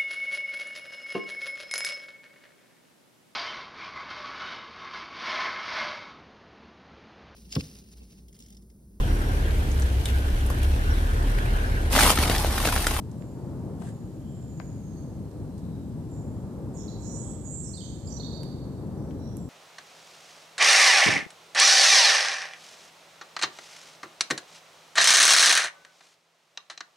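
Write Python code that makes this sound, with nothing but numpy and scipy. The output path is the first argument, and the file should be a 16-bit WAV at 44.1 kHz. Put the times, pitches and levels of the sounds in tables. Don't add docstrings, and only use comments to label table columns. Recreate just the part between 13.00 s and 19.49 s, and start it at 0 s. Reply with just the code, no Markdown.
import sys
import numpy as np
from scipy import signal
from scipy.fft import rfft, irfft
from scipy.io import wavfile

SR = 44100
rng = np.random.default_rng(int(sys.argv[2]) if len(sys.argv) > 2 else 0)


def int16_out(signal):
    q = np.round(np.clip(np.atleast_2d(signal).T, -1, 1) * 32767)
    wavfile.write(sys.argv[1], SR, q.astype(np.int16))


N = 286209


def from_db(db):
    return 10 ** (np.asarray(db) / 20)


def rms_one(x):
    return x / np.sqrt(np.mean(x ** 2) + 1e-20)


def at_hz(points, hz):
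    known_hz, values = np.transpose(points)
    return np.interp(np.log(hz + 1e-9), np.log(known_hz), values)


def drift(per_s, size):
    position = np.arange(size) * per_s / SR
    return np.interp(position, np.arange(1024), rng.standard_normal(1024))


def add(track, s, sound):
    start = int(s * SR)
    track[..., start:start + sound.shape[-1]] += sound[..., :N - start]


def panned(lean_db):
    return rms_one(from_db([[lean_db / 2], [-lean_db / 2]]))


def air_noise(spectrum):
    # frequency in Hz, correlation of left and right.
    likeness = [(50, .985), (150, .99), (300, .97), (700, .85), (1400, .45), (2800, .15), (12000, .05)]
    # frequency in Hz, left over right in dB.
    lean = [(35, -9), (85, 1.5), (180, 2.5), (380, 2.5), (700, 4.5), (1400, -3), (2800, 2.5), (7000, -11),
            (13000, -4.5)]
    # frequency in Hz, phase lead of the microphone's left port in radians.
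    lead = [(35, .95), (85, .7), (180, .55), (400, .45), (900, .3), (2000, 0)]
    hz = np.arange(N // 2 + 1) * SR / N
    mid, side = rfft(rng.standard_normal((2, N)))
    alike = at_hz(likeness, hz)
    sides = np.array([[1], [-1]])
    pair = np.sqrt(1 + alike) * mid + np.sqrt(1 - alike) * side * sides
    ports = from_db(sides * at_hz(lean, hz) / 2) * np.exp(.5j * sides * at_hz(lead, hz))
    low_hz, high_hz = spectrum[0][0], spectrum[-1][0]
    skirts = 1 / np.sqrt((1 + (hz / high_hz) ** 12) * (1 + (low_hz / (hz + 1)) ** 12))
    return rms_one(irfft(pair * ports * skirts * from_db(at_hz(spectrum, hz)), N))


def wood(x, build_s, early_t60, late_t60, late_db):
    t = np.arange(2 * SR) / SR
    fade = from_db(-60 * t / early_t60) + from_db(late_db - 60 * t / late_t60)
    echoes = rng.standard_normal((2, len(t))) * fade * (1 - np.exp(-t / build_s))
    echoes /= np.sqrt(np.sum(echoes ** 2, axis=1, keepdims=True))
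    return signal.fftconvolve(x[None], echoes, axes=1)[:, :N]


def wind(lull_rush_db=-49.5, lull_rumble_db=-37, buffet_db=0.83, hiss_db=-64):
    # crest in seconds, half-width in seconds, added rush in dB, added rumble in dB.
    gusts = [(.58, 0.33, -43.5, -39.5), (2.25, 0.33, -51.5, -59), (2.95, 0.84, -51.5, -39.5),
             (3.55, 0.32, -45.5, -40.5), (4.1, 0.36, -46, -41.5), (5.379, 0.32, -44, -41.5),
             (5.98, 0.4, -44.5, -39.5)]
    # frequency in Hz, relative spectral density in dB.
    rumble_colour = [(20, -41), (32, -19), (42, -16.5), (55, -3), (75, -0.5), (110, 3), (160, 1),
                     (230, -2.5), (310, -7), (420, -20.5), (600, -66)]
    rush_colour = [(240, 0.5), (330, -1.5), (420, -3.5), (540, -6.5), (690, -13.5), (900, -15),
                   (1250, -23.5), (1750, -34), (2500, -44.5), (3500, -66)]
    hiss_colour = [(1500, 8.5), (2200, 2), (3200, 2.3), (4200, 2.6), (6500, 0), (8200, 2), (10000, -1.2),
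                   (14500, -1)]
    t = np.arange(N) / SR
    rush_power, rumble_power = from_db(lull_rush_db) ** 2, from_db(lull_rumble_db) ** 2
    for s, width, rush_db, rumble_db in gusts:
        swell = np.exp(-((t - s) / width) ** 2)
        rush_power = rush_power + swell * from_db(rush_db) ** 2
        rumble_power = rumble_power + swell * from_db(rumble_db) ** 2
    rumble = np.sqrt(rumble_power) * air_noise(rumble_colour)
    rush = np.sqrt(rush_power) * air_noise(rush_colour)
    buffeting = from_db(buffet_db * drift(13, N))
    return buffeting * (rumble + rush) + from_db(hiss_db) * air_noise(hiss_colour)


def handling_ticks():
    # start in seconds, peak before panning in dB, lower and upper band edges in Hz,
    # time to fall 60 dB in seconds, left over right in dB.
    ticks = [ (0.115, -42, 4800, 9300, 0.028, -12.5), (0.223, -42, 1200, 2700, 0.012, -18),
             (0.82, -35, 620, 800, 0.03, 18), (1.599, -41, 3650, 5430, 0.011, 19.5),
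             (1.6006, -29, 950, 2240, 0.0062, 27), (1.601, -33.5, 450, 840, 0.025, 9),
             (1.616, -46, 1400, 2600, 0.054, 20), (2.3143, -44, 3200, 11000, .008, -21),
             (2.58, -41, 4000, 10300, 0.1, -23), (4.96, -54, 8300, 9800, 0.035, -32.5),
             (5.4337, -30.5, 890, 11300, 0.0063, 2), (6.109, -43, 1100, 3470, 0.02, 9),
             (6.3693, -29.5, 7450, 13500, 0.013, -31), (6.3693, -43, 900, 6500, 0.008, -12)]
    out = np.zeros((2, N))
    t = np.arange(SR // 10) / SR
    click = t == 0
    for s, peak_db, low_hz, high_hz, t60, lean_db in ticks:
        grit = .1 * rng.standard_normal(len(t)) * from_db(-60 * t / t60)
        band = signal.butter(2, [low_hz, high_hz], "band", fs=SR, output="sos")
        snap = signal.sosfilt(band, click + grit)
        add(out, s, panned(lean_db) * from_db(peak_db) * snap / np.abs(snap).max())
    echo = wood(out.mean(0), build_s=0.004, early_t60=0.065, late_t60=0.9, late_db=-13)
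    return out + from_db(-4.5) * echo


def tone(pitch, level_db, waver, flutter_db):
    size = len(pitch)
    phase = 2 * np.pi * np.cumsum(pitch * (1 + waver * drift(304.4, size))) / SR
    loudness = from_db(level_db + flutter_db * drift(107.3, size)) * signal.windows.tukey(size, .5)
    return np.sqrt(2) * loudness * np.sin(phase)


def trill(per_s, size):
    rate = per_s * from_db(2 * drift(58.8, size))
    return np.sin(2 * np.pi * np.cumsum(rate) / SR)


def far_birds_and_faint_tone(sag_share=0.0264, trill_share=0.01):
    # start and length in seconds, pitch in Hz, level in dB,
    # hoarseness (random swing as a share of the pitch).
    tones = [ (.16, 0.064, 7210, -65.5, 0.023), (.33, 0.085, 4640, -78, 0.034),
             (0.886, 0.086, 6950, -65, 0.022), (1.02, 0.15, 6840, -74.5, 0.024),
             (1.16, 0.22, 3150, -71, 0.048), (1.6, 0.166, 4910, -76.5, .02), (1.89, 0.11, 4610, -72, .025),
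             (2.1, 0.55, 4160, -79, 0.026), (2.55, 0.22, 3870, -72, 0.02), (2.96, 0.23, 5670, -80, 0.016),
             (3.078, 0.1, 7210, -59, 0.022), (3.088, 0.068, 8540, -67, .02),
             (3.72, 0.147, 3530, -68, 0.054), (4.14, 0.18, 3320, -68.5, 0.066),
             (5.94, 0.13, 5750, -71, 0.012), (6.117, 0.146, 3980, -70, .02), (6.14, 0.2, 5630, -64.5, .018),
             (6.22, 0.1, 3450, -73, 0.021), (6.35, 0.1, 7480, -60.5, 0.029)]
    step_s, step_hz = .183, 240
    falling_run = [(1.22 + k * step_s, .26, 7160 - k * step_hz, -64.5, 0.0249) for k in range(4)]
    out = np.zeros(N)
    for s, length, hz, level_db, hoarseness in tones + falling_run:
        size = int(length * SR)
        sag = sag_share * np.linspace(.5, -.5, size)
        quiver = trill_share * trill(per_s=41, size=size)
        add(out, s, tone(hz * (1 + sag + quiver), level_db, waver=hoarseness, flutter_db=5.0))
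    return panned(lean_db=-12.0) * wood(out, build_s=0.00059, early_t60=1.0, late_t60=0.84, late_db=-9)


def rustle(start_s=0.79, attack_s=0.02, release_after_s=0.1, t60=0.16, level_db=-56.5, grain_db=3.0):
    # frequency in Hz, relative spectral density in dB.
    litter_colour = [(1800, 3), (2300, -18), (3000, -6), (5500, -14), (8000, -5), (13000, -17)]
    t = np.arange(N) / SR - start_s
    attack = np.clip(t / attack_s, 0, 1)
    release_db = -60 * np.maximum(t - release_after_s, 0) / t60
    crackle_db = grain_db * drift(130, N)
    return attack * from_db(level_db + release_db + crackle_db) * air_noise(litter_colour)


def crunch(grains_per_s=820):
    # start and length in seconds, resonance and its width in Hz, level in dB.
    hollows = [(0.811, 0.053, 706, 127, -49), (0.812, 0.097, 1600, 258, -60.5)]
    out = np.zeros(N)
    for s, length, hz, width_hz, level_db in hollows:
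        size = int(length * SR)
        grains = (rng.random(size) < grains_per_s / SR) * rng.standard_normal(size)
        body = signal.lfilter(*signal.iirpeak(hz, hz / width_hz, fs=SR), grains)
        add(out, s, from_db(level_db) * rms_one(body) * signal.windows.tukey(size, .3))
    return panned(lean_db=27) * out


def song(slur_fade_db=1.5):
    # start and length in seconds, turning point as a share of the length, turning pitch in Hz,
    # start above that pitch as a share of it (negative makes an arch), level at the turn in dB.
    slurs = [ (3.727, 0.028, 0.78, 6730, 0.31, -44.5), (3.760, 0.029, 0.7, 5360, 0.39, -47),
             (3.876, 0.0193, 0.64, 3950, 0.33, -42.5), (4.02, 0.02, 0.92, 5250, 0.46, -46),
             (4.428, 0.033, 0.99, 6520, 0.34, -37.5), (4.608, 0.028, 0.65, 8140, -0.11, -40),
             (4.623, 0.028, 1, 5300, 0.57, -44.5), (4.733, 0.021, 0.44, 4125, 0.19, -40.5),
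             (4.769, 0.022, 0.61, 3560, 0.2, -44), (4.801, 0.028, 0.5, 3065, 0.27, -48),
             (5.069, 0.014, 1, 4460, 0.26, -45), (5.090, 0.0198, 0.88, 5940, 0.19, -44),
             (5.167, 0.016, 0.75, 4050, 0.21, -43.5), (5.194, 0.022, 0.54, 4500, -0.36, -39),
             (5.226, 0.0337, 0.79, 3834, -.17, -43.5), (5.305, 0.0157, 0.92, 4170, 0.2, -40),
             (5.327, 0.016, 0.87, 4940, -0.33, -43)]
    # start and length in seconds, pitch and trill depth in Hz (wider is rougher), level in dB.
    held_notes = [ (3.755, 0.032, 6740, 210, -46.5), (3.889, 0.019, 4060, 30, -51),
                  (3.969, 0.088, 7250, 710, -48), (4.033, 0.06, 6850, 160, -41),
                  (4.065, 0.05, 5850, 118, -46), (4.091, 0.11, 7440, 698, -40.5),
                  (4.201, 0.069, 7770, 120, -42.5), (4.449, 0.19, 7740, 623, -42.5),
                  (4.485, 0.069, 7530, 127, -35), (4.744, 0.012, 4690, 40, -45),
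                  (4.784, 0.046, 6870, 516, -47), (5.039, 0.032, 7260, 252, -42.5),
                  (5.099, 0.016, 5920, 39.5, -41), (5.241, 0.028, 3790, 120, -46),
                  (5.34, 0.042, 4557, 25, -42)]
    out = np.zeros(N)
    for s, length, turn_at, turn_hz, sweep, level_db in slurs:
        bend = (np.linspace(0, 1, int(length * SR)) / turn_at - 1) ** 2
        pitch = turn_hz * (1 + sweep * bend)
        slur_db = level_db + slur_fade_db * bend
        add(out, s, tone(pitch, slur_db, waver=0.004, flutter_db=3.0))
    for s, length, hz, depth_hz, level_db in held_notes:
        pitch = hz + depth_hz * trill(per_s=120, size=int(length * SR))
        add(out, s, tone(pitch, level_db, waver=0.414 * depth_hz / hz, flutter_db=2.0))
    return out


def near_bird(scatter_hz=5100, low_direct_db=-7, high_direct_db=-22):
    voice = song()
    low = signal.sosfilt(signal.butter(8, scatter_hz, "low", fs=SR, output="sos"), voice)
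    high = signal.sosfilt(signal.butter(8, scatter_hz, "high", fs=SR, output="sos"), voice)
    direct = from_db(low_direct_db) * low + from_db(high_direct_db) * high
    low_echo = from_db(-4) * wood(low, build_s=0.024, early_t60=0.56, late_t60=1.6, late_db=-7)
    high_echo = wood(high, build_s=.018, early_t60=0.51, late_t60=1.27, late_db=-3.5)
    return panned(lean_db=-14.5) * (direct + low_echo + high_echo)


def scene():
    litter = rustle() + crunch()
    return near_bird() + far_birds_and_faint_tone() + handling_ticks() + litter + wind()


def record(dry, cutoff_hz=14300):
    return signal.sosfilt(signal.ellip(12, .2, 80, cutoff_hz, fs=SR, output="sos"), dry)


dry = scene()
out = record(dry)
int16_out(out)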